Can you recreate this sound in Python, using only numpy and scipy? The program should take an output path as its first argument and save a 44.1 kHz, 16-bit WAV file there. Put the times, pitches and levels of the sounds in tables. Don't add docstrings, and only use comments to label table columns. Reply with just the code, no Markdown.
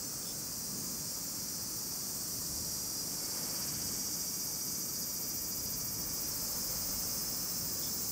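import sys
import numpy as np
from scipy import signal
from scipy.fft import rfft, irfft, next_fast_len
from scipy.io import wavfile
from scipy.ndimage import uniform_filter1d

SR = 44100
rng = np.random.default_rng(int(sys.argv[2]) if len(sys.argv) > 2 else 0)


def gain_from_decibels(decibels):
    exponent = np.asarray(decibels, float) / 20
    return 10 ** exponent


def unload_wav(signal):
    wavfile.write(
        sys.argv[1],
        SR,
        np.round(np.clip(np.atleast_2d(signal).T, -1, 1) * 32767).astype(np.int16),
    )


N = 357651
SIZE, HOP = 512, 128
FRAME_S = np.arange(N // HOP + 2) * HOP / SR
BIN_HZ = np.fft.rfftfreq(SIZE, 1 / SR)[:, None]

# f/Hz, level/dB
RUMBLE = [(18, -37), (30, 6), (66, -16), (86, -34), (150, -120)]
THROB = [(34, -26), (58, -1), (115, -1), (150, -35), (250, -120)]
HUM = [(62, -34), (105, -5), (172, 0.5), (313, -4), (382, -10.5), (430, -10.5), (560, -28), (950, -120)]
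ROAR = [(220, -12), (380, -6.5), (521, 1), (666, -4.5), (1230, -4.5), (2070, -12.5), (2350, -11.5),
        (3040, -16), (3660, -20.5), (4000, -28), (5200, -45), (8800, -120)]
HISS = [(1000, -30), (1500, 0), (3300, -5), (4500, -32)]
# centre f/Hz, level/dB
ROAD = [
    (42, -64),
    (85, -62),
    (190, -50.5),
    (700, -55),
    (2400, -72),
]
# t/s, half length/s, lift/dB, engine note f/Hz
PASSES = [(0.216, 0.075, 4, 55), (.55, 0.11, -1, 45), (.8, .12, 5, 150), (1.85, 0.11, 0.5, 200),
          (2.564, 0.31, 10.5, 72), (3.45, .3, 4.5, 500), (3.825, 0.26, 6, 90), (3.75, 0.48, 12.5, 2600),
          (5.65, .3, 9.5, 65), (6.153, 0.33, 8.5, 55), (6.9, 0.42, 12, 45), (6.9, 0.94, 3.5, 650),
          (7.95, 0.3, 8, 72)]
REACH_OCTAVES = 1.05

# t/s, level/dB
CHORUS = [(0.0, -42), (0.72, -41), (1.63, -41), (2.3, -40), (3.81, -39), (5.99, -41), (6.44, -39),
          (8.11, -40.5)]
# f/Hz, level/dB
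WHINE = [(2120, -49), (3600, -20.5), (4010, -22.5), (4250, -18.5), (4380, -13.5), (4460, -8.5), (4800, -1),
         (5440, -1), (5560, -4), (5840, 1), (6250, -1), (8360, -3.5), (9640, -9.5), (10500, -12.5),
         (13600, -46), (22000, -120)]
FIZZ = [(5290, 1), (9000, -9), (9630, -30), (10600, -3), (14300, 3), (15100, -0.5), (15700, -1)]
FIZZ_UNDER_DB, FIZZ_GAIN_DB_PER_S = -6, 0.71
# start t/s, end t/s, level/dB
JOINERS = [
    (-1, 3.5, -62),
    (6.1, 9, -59.5),
]
# f/Hz, level/dB
JOINERS_VOICE = [(3600, -35), (4000, -1.5), (4300, 5), (4700, -9), (5200, -30)]
JOIN_S, LEAVE_S, JOINERS_IDLE_DB = 0.17, 0.67, -71

# f/Hz, width/Hz, level/dB
CREAK_RINGS = [(3470, 650, -2.5), (5370, 420, 2.5), (10650, 1000, 2.5)]
# start t/s, length/s, peak level/dB, bright ring level at mid-burst/dB
CREAKS = [
    (.2274, .004, -45, -6),
    (.2563, .07, -44, 7),
    (7.8241, .023, -42.5, -2),
    (7.862, .022, -41.5, -5),
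]
SLIP_GAP_S, SLIP_SCATTER_DB, DULL_DB = .0095, 0, -9

# t/s, drum clicks f/Hz, belly pumps gained on PUMP_HZ/turns
FIRST_PACE = [(0, 410.5, -.08), (1.2, 412.5, 1.15), (2.3, 413.5, 2.27), (3, 418, 3.05), (4.5, 420, 4.5)]
SECOND_PACE = [(0, 422, .3), (.6, 424, .6), (1.8, 426.5, 1.4), (3.5, 431.5, 2.3), (4.5, 432.5, 2.8)]
THIRD_PACE = [(2.9, 362, 2.35), (3.5, 372.5, 3.3), (4, 378.5, 4.12), (4.7, 382, 4.42), (5.4, 385, 4.41),
              (6.2, 385, 4.1), (6.35, 381.3, 4.0), (7.14, 381.8, 3.68), (8.11, 382, 3.23)]
FOURTH_PACE = [(0, 397, .6), (1.5, 401, .9), (2.2, 398, 1.1), (2.8, 407, 1.3), (3.3, 407, 1.4)]
PUMP_HZ = 14.3
# f/Hz, width/Hz, level/dB
FIRST_BELLY = [(5470, 330, -6), (5660, 320, 4.5), (6130, 400, -0.5), (8600, 800, -3.5),
               (10700, 1300, -16.5)]
SECOND_BELLY = [(6830, 200, -2), (7270, 220, 0), (8950, 300, -7)]
THIRD_BELLY = [(2300, 200, -16), (4590, 250, -9), (4900, 320, -.5), (5740, 260, 1.5), (6080, 300, -5),
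               (6500, 400, -7), (8500, 900, -11), (10900, 350, -10), (13000, 1200, -9)]
FOURTH_BELLY = [(4390, 160, -7), (4930, 260, 2), (5680, 420, 2), (6170, 500, -18)]
# f/Hz, width/Hz, level/dB
SHIFTED_BELLY = [(2300, 200, -23), (4960, 250, -1), (5340, 250, 0), (5720, 200, -6.5), (6110, 250, 0),
                 (6500, 300, -8), (7300, 700, -8), (8350, 700, -9), (10400, 800, -14), (13950, 600, -6)]
SHIFT_S, STANCE_DB = 6.28, 3.2
HOLD = .1
FULL_PACE_HZ = 381
# start t/s, end t/s, belly ring level/dB, swell/dB per s, fade-out/s
SONGS = [
    (-1, 4.5, -53, 0.44, .6),
    (-1, 3.9, -61.5, -0.2, .45),
    (3, 9, -49, -0.1, .5),
    (-1, 3.3, -60, 3, 0.31),
]
# level above ring before its turn/dB, after it/dB, turn t/s, centre f/Hz, climb/Hz per s
FIZZES = [
    (-1, -11, 2.8, 15600, -290),
    (2, -5, 2.9, 12000, 3),
    (-19, -1, 4.75, 13200, 500),
    (-13, -8.5, 1.3, 11700, 30),
]
FADE_IN_S, FADE_DB, TURN_S, TOP_FIZZ_HZ = 0.24, -26, .45, 15200

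# t/s, centre f/Hz
SPLITS = [(0.074, 6050), (2.745, 13180), (2.998, 4750), (3.048, 13180), (3.814, 12450), (3.815, 8900),
          (3.859, 5170), (3.931, 15100), (4.138, 6500), (4.165, 13130), (4.534, 6220), (4.534, 13780),
          (4.626, 14430), (4.835, 13050), (4.839, 6290), (5.023, 5120), (5.833, 15150), (5.835, 8260),
          (6.019, 5770), (6.02, 14470), (6.206, 8250), (7.229, 8260)]
SPLIT_WIDTH_HZ, SPLIT_DB, SPLIT_DB_PER_OCTAVE = 1300, -51.5, -4
EDGE_HZ = 15730


def evened(x):
    return x / np.sqrt(np.mean(x ** 2) + 1e-20)


def ramp(t, s):
    return np.clip(t / s, 0, 1)


def columns(rows, t):
    s, *values = np.transpose(rows)
    return [np.interp(t, s, v) for v in values]


def drift(shape, smooth, axis=-1):
    rough = rng.standard_normal(shape)
    return evened(uniform_filter1d(uniform_filter1d(rough, smooth, axis), smooth, axis))


def spectra(x):
    return signal.stft(x, nperseg=SIZE, noverlap=SIZE - HOP)[2]


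def noise(spectrum, level_db, patchy_db, smooth, combs_db=0., count=0):
    frames, hz = N // 512 + 5, np.fft.rfftfreq(2048, 1 / SR)[:, None]
    f, db = np.transpose(spectrum)
    field_db = np.interp(np.log(hz + 1), np.log(f), db, left=-120, right=-120)
    patches = evened(uniform_filter1d(drift((len(hz), frames), smooth), size=5, axis=0))
    field_db = field_db + patchy_db * patches
    teeth = np.zeros(field_db.shape)
    for pace in rng.uniform(375, 440, count):
        order = hz / (pace * (1 + 0.0052 * drift(frames, 150)))
        overtone = np.minimum(order + .5, 59).astype(int)
        strength = np.maximum(drift((60, frames), 40), 0)[overtone, np.arange(frames)]
        teeth += strength * np.exp(-((order - np.round(order)) * pace / 25) ** 2)
    grain = (rng.standard_normal((frames, len(hz), 2)) @ [1, 1j]).T
    z = grain * gain_from_decibels(field_db) * np.sqrt(1 + gain_from_decibels(2 * combs_db) * teeth)
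    return gain_from_decibels(level_db) * evened(signal.istft(z, nperseg=2048, noverlap=1536)[1][:N])


def traffic():
    t = np.arange(N) / SR
    at, half, lift_db, note_hz = np.transpose(PASSES)
    coarse = t[::200]
    near = np.array([np.interp(t, coarse, np.exp(-((coarse - s) / h) ** 2)) for s, h in zip(at, half)])
    total = np.zeros(N)
    for colour, (hz, idle_db) in zip((RUMBLE, THROB, HUM, ROAR, HISS), ROAD):
        reach = np.exp(-(np.log2(hz / note_hz) / REACH_OCTAVES) ** 2)
        total += noise(colour, idle_db + lift_db * reach @ near, 0.69, 20)
    return total


def chorus():
    t = np.arange(N) / SR
    whine_db = columns(CHORUS, t)[0]
    fizz_db = whine_db + FIZZ_UNDER_DB + FIZZ_GAIN_DB_PER_S * t
    joined_db = JOINERS_IDLE_DB
    for start, end, db in JOINERS:
        present = ramp(t - start, JOIN_S) * ramp(end + LEAVE_S - t, LEAVE_S)
        joined_db = joined_db + (db - JOINERS_IDLE_DB) * present
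    joined = noise(JOINERS_VOICE, joined_db, 1.6, 20)
    whine = noise(WHINE, whine_db - 1.63, 0.8, 30, combs_db=3.4, count=3)
    fizz = noise(FIZZ, fizz_db - 1.8, 1.7, 20, combs_db=5.5, count=3)
    return whine + fizz + joined


def creaks():
    out, t = np.zeros(N), np.arange(400) / SR
    rings = []
    for f, w, db in CREAK_RINGS:
        swell_and_fade = np.e * np.pi * w * t * np.exp(-np.pi * w * t)
        rings.append(gain_from_decibels(db) * np.sin(2 * np.pi * f * t) * swell_and_fade)
    for (start, length, db, bright_db), luck in zip(CREAKS, rng.random((len(CREAKS), 24, 2))):
        gaps = SLIP_GAP_S * (.75 + luck[:, 0] / 2)
        after = np.cumsum(gaps) - gaps[0]
        for s, scatter in zip(after[after <= length], luck[:, 1]):
            shine_db = DULL_DB + (bright_db - DULL_DB) * np.sin(np.pi * (s / length) ** .75)
            strength = gain_from_decibels(db - 2 * SLIP_SCATTER_DB * scatter * (s > 0))
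            slip = rings[0] + gain_from_decibels(shine_db) * sum(rings[1:])
            out[round((start + s) * SR):][:len(t)] += strength * slip
    blur = rng.standard_normal(2000) * gain_from_decibels(-60 * np.arange(2000) / SR / 0.083)
    return out + gain_from_decibels(-4.5) * signal.oaconvolve(out, blur / np.linalg.norm(blur))[:N]


def body(modes, tight=1):
    power = 0
    for f, w, db in modes:
        power = power + gain_from_decibels(2 * db) / (1 + (2 * (BIN_HZ - f * tight) / w) ** 2) ** 2
    return evened(np.sqrt(power))


def effort_of(song, fizz):
    start, end, db, swell, fade = song
    before_db, after_db, turn, hz, climb = fizz
    t = np.arange(0, min(end, N / SR + .05), .02)
    missing = 2 - ramp(t - start, FADE_IN_S) - ramp(end - t, fade) ** .5
    ring_db = np.where(t < start, -120, db + swell * (t - start) + FADE_DB * missing)
    above_db = before_db + (after_db - before_db) * (1 + np.tanh((t - turn) / TURN_S)) / 2
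    centre_hz = np.minimum(hz + climb * (t - start), TOP_FIZZ_HZ)
    return np.transpose([t, ring_db, ring_db + above_db, centre_hz])


def drum_clicks(pace, n, jitter, tug):
    t = np.arange(n) / SR
    hz, gained = columns(pace, t)
    eased_tug = tug * (1 - .8 * ramp(t - 5.2, 1.1))
    bend = -eased_tug * np.sin(2 * np.pi * (PUMP_HZ * t + gained))
    half = np.pi * np.cumsum(hz * (1 + bend + jitter * drift(n, 600))) / SR
    clicks = np.sin(83 * half) / (np.sin(half) + 1e-9)
    return clicks / np.sqrt(SR / 2 / hz), half


def cicada(pace, effort, belly, rough, fizz_rough, jitter, depth, fizz_depth, width_hz, lag, tug,
           split_s=None):
    n = min(N, int(effort[-1][0] * SR))
    clicks, half = drum_clicks(pace, n, jitter, tug)
    leaves = np.roll(irfft(np.exp(3j * drift(1025, 6))), 1024)
    clear = spectra(signal.oaconvolve(clicks, leaves)[1024:n + 1024])
    hiss = spectra(rng.standard_normal(n))
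    t = FRAME_S[:hiss.shape[1]]
    if split_s:
        opposed = clicks * np.cos(half) * np.sqrt(2)
        answer = spectra(signal.oaconvolve(opposed, leaves)[1024:n + 1024])
        clear = np.where((BIN_HZ > 13500) & (t > split_s), answer, clear)
    pump = PUMP_HZ * t + columns(pace, t)[1]
    ring_db, fizz_db, centre = columns(effort, t)

    ease = 1 - .25 * ramp(t - SHIFT_S, .4)
    sweep = (BIN_HZ - centre) / 12000
    fizz = gain_from_decibels(fizz_db + ease * fizz_depth * np.cos(2 * np.pi * (pump - sweep)))
    fizz = fizz / (1 + (2 * (BIN_HZ - centre) / width_hz) ** 2) * np.sqrt(2 * SR / np.pi / width_hz)

    held = (t > SHIFT_S) & (abs(BIN_HZ - 5750) > 170)
    low = np.clip((7600 - BIN_HZ) / 800, 0, 1)
    late = (lag + .05 * (t > SHIFT_S) + 0.11 * held) * low
    wave = np.cos(2 * np.pi * (pump - late)) - HOLD * held
    swing_db = depth * (BIN_HZ > 3000) * np.minimum(wave, 1 - held)
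    ring = belly[:, :len(t)] * gain_from_decibels(ring_db + swing_db)

    share = np.clip((rough * ring + fizz_rough * fizz) / (ring + fizz), 0, 1)
    shimmer = gain_from_decibels(2.2 * np.clip(BIN_HZ / 12000, 0, 1) * drift(ring.shape, 40))
    z = (np.sqrt(1 - share) * clear * shimmer + np.sqrt(share) * hiss) * np.hypot(ring, fizz)
    return np.pad(signal.istft(z, nperseg=SIZE, noverlap=SIZE - HOP)[1][:n], (0, N - n))


def singers():
    steady = np.ones(len(FRAME_S))
    shifted = np.clip((FRAME_S - SHIFT_S) / .15 + .5, 0, 1)
    tight = np.minimum(columns(THIRD_PACE, FRAME_S)[0] / FULL_PACE_HZ, 1)
    third_belly = (1 - shifted) * body(THIRD_BELLY, tight)
    third_belly = third_belly + shifted * gain_from_decibels(STANCE_DB) * body(SHIFTED_BELLY)
    efforts = [effort_of(song, fizz) for song, fizz in zip(SONGS, FIZZES)]
    first = cicada(FIRST_PACE, efforts[0], steady * body(FIRST_BELLY), rough=0.25, fizz_rough=0.5,
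                   jitter=0.00116, depth=2.8, fizz_depth=4.6, width_hz=2200, lag=0.56, tug=0.0012)
    second = cicada(SECOND_PACE, efforts[1], steady * body(SECOND_BELLY), rough=0.2, fizz_rough=0.36,
                    jitter=0.00063, depth=2.3, fizz_depth=1.7, width_hz=3500, lag=0.52, tug=0.0011)
    fourth = cicada(FOURTH_PACE, efforts[3], steady * body(FOURTH_BELLY), rough=0.38, fizz_rough=.7,
                    jitter=0.00202, depth=0.78, fizz_depth=1.5, width_hz=1500, lag=0.3, tug=.004)
    third = cicada(THIRD_PACE, efforts[2], third_belly, rough=.18, fizz_rough=.55, jitter=.0008,
                   depth=5.5, fizz_depth=8.5, width_hz=1300, lag=.4, tug=.005, split_s=6.7)
    return first + second + fourth + third


def scene():
    return np.tile(traffic() + chorus() + creaks() + singers(), (2, 1))


def top_cut(x):
    return signal.sosfilt(signal.butter(12, 16920, fs=SR, output="sos"), x)


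def record(dry):
    size = next_fast_len(N)
    hz = np.fft.rfftfreq(size, 1 / SR)
    response = (hz < EDGE_HZ) / (1 + (36 / (hz + 1)) ** 7)
    heard = irfft(rfft(dry, size) * response, size)[:, :N]
    side, hz = np.zeros(N), np.fft.rfftfreq(2048, 1 / SR)
    for s, centre in SPLITS:
        db = SPLIT_DB + SPLIT_DB_PER_OCTAVE * np.log2(centre / 6000)
        inside = abs(hz - centre) < SPLIT_WIDTH_HZ / 2
        band = irfft(rfft(rng.standard_normal(2048)) * inside)
        side[round(s * SR) - 1024:][:2048] += gain_from_decibels(db) * evened(band * signal.windows.hann(2048))
    return top_cut(heard + side * [[1], [-1]])


dry = scene()
out = record(dry)
unload_wav(out)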